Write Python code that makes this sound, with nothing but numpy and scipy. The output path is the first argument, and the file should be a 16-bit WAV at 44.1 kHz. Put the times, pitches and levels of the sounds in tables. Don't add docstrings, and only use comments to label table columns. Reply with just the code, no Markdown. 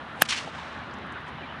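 import sys
import numpy as np
from scipy import signal
from scipy.fft import rfft, irfft, next_fast_len
from scipy.io import wavfile
from scipy.ndimage import uniform_filter1d, map_coordinates

SR = 44100
rng = np.random.default_rng(int(sys.argv[2]) if len(sys.argv) > 2 else 0)


def to_wav(sig):
    pcm = np.clip(np.atleast_2d(sig), -1, 1) * 32767
    pcm = np.round(pcm).astype(np.int16)
    wavfile.write(sys.argv[1], SR, pcm.T)


def ratio(d):
    e = np.asarray(d, float) / 20
    return 10 ** e


N = 70560
T = np.arange(N) / SR


def unit(x):
    return x / np.sqrt(np.mean(x ** 2) + 1e-20)


def coloured(x, points):
    size = next_fast_len(N + 8192)
    hz, db = np.transpose(points)
    bins = np.log(np.fft.rfftfreq(size, 1 / SR) + 1)
    gain = ratio(np.interp(bins, np.log(hz + 1), db, -120, -120))
    return unit(irfft(rfft(x, size) * gain, size)[:N])


def noise(points):
    return coloured(rng.standard_normal(N), points)


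def wobble(rate):
    knots = rng.standard_normal(int(N * rate / SR) + 4)
    return map_coordinates(knots, [T * rate])


def sine(hz, phase=0):
    return np.sin(2 * np.pi * hz * T + phase)


def ring(start, db, hz, t60, rise=.00003):
    t = np.clip(T - start, 0, None)
    return ratio(db - 60 * t / t60) * (1 - np.exp(-t / rise)) * np.sin(2 * np.pi * hz * t)


def shape(start, rise, hold, t60):
    attack = np.clip((T - start) / rise, 0, 1)
    return attack * ratio(-60 * np.clip(T - start - rise - hold, 0, None) / t60)


def passed(x, order, hz, kind):
    return signal.sosfilt(signal.butter(order, hz, kind, fs=SR, output="sos"), x)


def soft_limit(x, ceiling):
    knee = 6
    return x / (1 + np.abs(x / ceiling) ** knee) ** (1 / knee)


# pitch_hz, level_db
ROAD_COLOUR = [(28, -32), (65, -5), (150, -1), (280, -3.5), (420, -8.5), (1100, -2), (1750, -4.5),
               (2100, -10), (4000, -20.5), (5000, -48.5)]


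def traffic():
    grid = signal.stft(rng.standard_normal(N + 512), nperseg=512)[2]
    patches = uniform_filter1d(rng.standard_normal(grid.shape), 5, 0)
    patches = uniform_filter1d(patches, 8, 1)
    road = signal.istft(grid * ratio(1.77 * unit(patches)), nperseg=512)[1][:N]
    return ratio(-39.5 + 0.41 * wobble(3)) * coloured(road, ROAD_COLOUR)


# pitch_hz, level_db
AIR_COLOUR = [(2000, -19.5), (3000, -0.5), (4000, -9), (6100, -21.5), (8000, -32.5), (10700, -32.5),
              (11300, -58)]


def air():
    return ratio(-56.5) * noise(AIR_COLOUR)


# start_s, level_db, length_s, pitch_hz
TRAFFIC_SWELLS = [
    (.43, -45, .025, 620),
    (.455, -42, .04, 900),
    (.545, -45, .02, 850),
    (.16, -44, .03, 900),
    (1.37, -42, .03, 950),
]


def swells():
    out = np.zeros(N)
    for start, db, length, hz in TRAFFIC_SWELLS:
        band = noise([(hz / 2.7, -20), (hz, 0), (hz * 1.3, -20)])
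        out = out + ratio(db) * shape(start, length / 2, length / 4, length) * band
    return out


# pitch_hz, level_db
MOWER_TONES = [
    (77, -57),
    (150, -57.5),
    (228, -56.5),
    (258, -59.5),
]


def mower():
    out = np.zeros(N)
    for hz, db in MOWER_TONES:
        out = out + ratio(db + 2.5 + 2.1 * wobble(8.8)) * sine(hz, 1.47 * wobble(7.34))
    return out


def cricket():
    pitch_hz, strokes_per_s, start_s = 10550, 56.1, .0133
    strokes = np.sin(2 * np.pi * strokes_per_s * (T - start_s))
    gate = np.clip(1.6 * strokes + 0.54, 0, 1)
    return ratio(-81 + 1.3 * wobble(20)) * gate * sine(pitch_hz, 0.87 * wobble(160.7))


# time_s, pitch_hz, level_db
BIRD_NOTES = [
    [(1.385, 2960, -56), (1.414, 2930, -52), (1.427, 2420, -52), (1.441, 2350, -44), (1.45, 2350, -52)],
    [(1.483, 2750, -56), (1.495, 2900, -53), (1.505, 3060, -51), (1.521, 2960, -53), (1.532, 2700, -58)],
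]


def bird():
    out = np.zeros(N)
    for note in BIRD_NOTES:
        s, hz, db = np.transpose(note)
        edge = np.clip(np.minimum(T - s[0], s[-1] - T) / .005 + 1, 0, 1)
        phase = 2 * np.pi * np.cumsum(np.interp(T, s, hz)) / SR
        out = out + edge * ratio(np.interp(T, s, db) + 4.3) * np.sin(phase)
    return out


# start_s, level_db, hold_s, t60_s, tilt_db_per_octave (small leaves bright)
LEAF_GROUPS = [
    (0.2513, -37.5, 0.0077, 0.027, -0.5),
    (.274, -51.5, 0.0074, .03, 7),
    (.285, -27.5, 0.018, .13, 0.5),
    (0.315, -29.5, 0.02, 0.1, -4.5),
    (0.354, -35.5, 0.022, 0.053, -1),
    (0.372, -39, 0.013, 0.044, -2),
    (0.391, -43, 0.018, 0.55, -1.5),
    (0.536, -51, 0.14, 1.2, -5),
]
# pitch_hz, level_db
ECHO_COLOUR = [(500, -35), (900, -10), (1500, -4.5), (3000, 1.5), (6000, -6), (9300, -16), (11200, -29.5),
               (11700, -51.5)]


def leaf_echoes():
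    grains_per_s, grain_spread_db, diffuse = 7000, 3, 1.1
    hits = (rng.random(N) < grains_per_s / SR) * rng.choice([-1, 1], N)
    grains = hits * ratio(grain_spread_db * rng.exponential(size=N).clip(0, 2.5))
    source = unit(grains) + diffuse * rng.standard_normal(N)
    source = source * ratio(1.6 * wobble(149.2))
    out = np.zeros(N)
    for start, db, hold, t60, tilt in LEAF_GROUPS:
        colour = [(f, level + tilt * np.log2(f / 3000)) for f, level in ECHO_COLOUR]
        rise = min(.35 * hold, .008)
        out = out + ratio(db) * shape(start, rise, hold, t60) * coloured(source, colour)
    return out


# start_s, level_db, pitch_hz
TRUNK_ECHOES = [(.252, -30, 4500), (.291, -22, 3500), (.297, -22, 3800), (.3003, -16, 3200),
                (.3038, -20, 3300), (.3125, -20, 2600), (.319, -19, 2800), (.3241, -14, 2200),
                (.3249, -19, 1500), (.331, -22, 2400), (.3372, -22, 1600), (.357, -23, 2600),
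                (.3763, -17, 3300), (.3878, -25, 2500), (.598, -30, 1800)]


def trunk_echoes():
    out = np.zeros(N)
    for start, db, hz in TRUNK_ECHOES:
        out = out + ring(start, db, hz, 8 / hz) - ring(start, db - 5, 1.9 * hz, 8 / hz)
    return out


# start_s, level_db, length_s, pitch_hz
POLE_TICKS = [(.9105, -57, .003, 4800), (.9145, -58, .003, 4800), (.9368, -50, .003, 3000),
              (.9368, -54, .003, 6300), (.9368, -62, .003, 8500), (.941, -58, .003, 6500),
              (.9445, -55, .003, 4000), (.969, -59, .003, 5100), (.9848, -58, .003, 6500),
              (.9848, -65, .003, 8800), (1.066, -71, .003, 9000), (1.12, -62, .006, 7000),
              (1.121, -65, .007, 9000), (1.131, -70, .005, 9000), (1.187, -70, .003, 8500),
              (1.208, -68, .003, 9200), (1.263, -68, .012, 8500), (1.2775, -57, .006, 6000),
              (1.2775, -62, .006, 8200), (1.287, -62, .008, 8300), (1.286, -61, .004, 5800),
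              (1.295, -68, .005, 9000)]


def ticks():
    out = np.zeros(N)
    for start, db, length, hz in POLE_TICKS:
        hiss = noise([(hz / 2, -20), (hz / 1.3, -4), (hz, 0), (hz * 1.15, -5), (hz * 1.35, -24)])
        level = ratio(db - 1.5 + 3 * wobble(300))
        out = out + level * shape(start, .001, length / 2, 2 * length) * hiss
    return out


# time_s, level_db
LASH_SPEEDUP = [
    (0, -72),
    (.15, -68),
    (.19, -58),
    (.208, -46),
    (.2125, -39),
    (.216, -29),
    (.2205, -26),
]
# pitch_hz, level_db
LASH_COLOUR = [(300, -48.5), (1000, -9), (2500, 2), (4000, -6), (10000, -11.5), (11400, -22), (11800, -60)]
# start_s, level_db, pitch_hz
LOOP_FLICKS = [
    (.168, -29, 947),
    (.174, -33.5, 945),
    (.209, -25, 806),
]


def lash():
    s, db = np.transpose(LASH_SPEEDUP)
    out = ratio(np.interp(T, s, db, -120, -120)) * noise(LASH_COLOUR)
    for start, level, hz in LOOP_FLICKS:
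        out = out + ring(start, level, hz, .025, .001)
    return out


# start_s, level_db
SHOCK_ARRIVALS = [
    (.2205, 5.5),
    (.222, -21),
]
# pitch_hz, level_db, t60_s
HOUSING_TONES = [
    (860, -1.3, .0066),
    (1310, -13.5, .0114),
    (1700, 9.7, .0056),
    (2060, -1.4, .0056),
    (2870, 9.5, .0038),
    (3960, 2.7, .0039),
    (4840, -9.5, .0044),
    (5220, -6, .0038),
    (7030, -25, .01),
]
# pitch_hz, level_db
FIZZ_COLOUR = [(5000, -18), (9000, 1), (14000, -14.5), (16300, -10.5), (16700, -56)]


def crack():
    start = SHOCK_ARRIVALS[0][0]
    body = ring(start, -5, 270, .0114)
    for arrival, db in SHOCK_ARRIVALS:
        for hz, level, t60 in HOUSING_TONES:
            body = body - ring(arrival, db + level, hz, t60)
    burst = ratio(-24) * shape(start, .001, .001, .025)
    near_turf = ratio(-41) * shape(start, .0018, .0078, .084)
    spray = (burst + near_turf) * noise(LASH_COLOUR)
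    overloaded = soft_limit(body + spray, .6)
    fizz = ratio(-27) * shape(start - .009, .009, .003, .026) ** 2 * noise(FIZZ_COLOUR)
    capsule = ring(.22135, 19.5, 12110, .00069, .00028)
    return passed(overloaded + fizz + capsule, order=2, hz=90, kind="high")


def scene():
    background = traffic() + air() + swells() + mower() + cricket() + bird()
    far = background + leaf_echoes() + trunk_echoes() + ticks() + lash()
    return (crack() + passed(far, order=16, hz=11600, kind="low"))[None]


def roll_off(x):
    return signal.sosfilt(signal.butter(12, 16690, fs=SR, output="sos"), x)


def record(dry):
    held = soft_limit(dry, .93)
    mix = passed(held, order=8, hz=15800, kind="low")
    return roll_off(mix)


dry = scene()
out = record(dry)
to_wav(out)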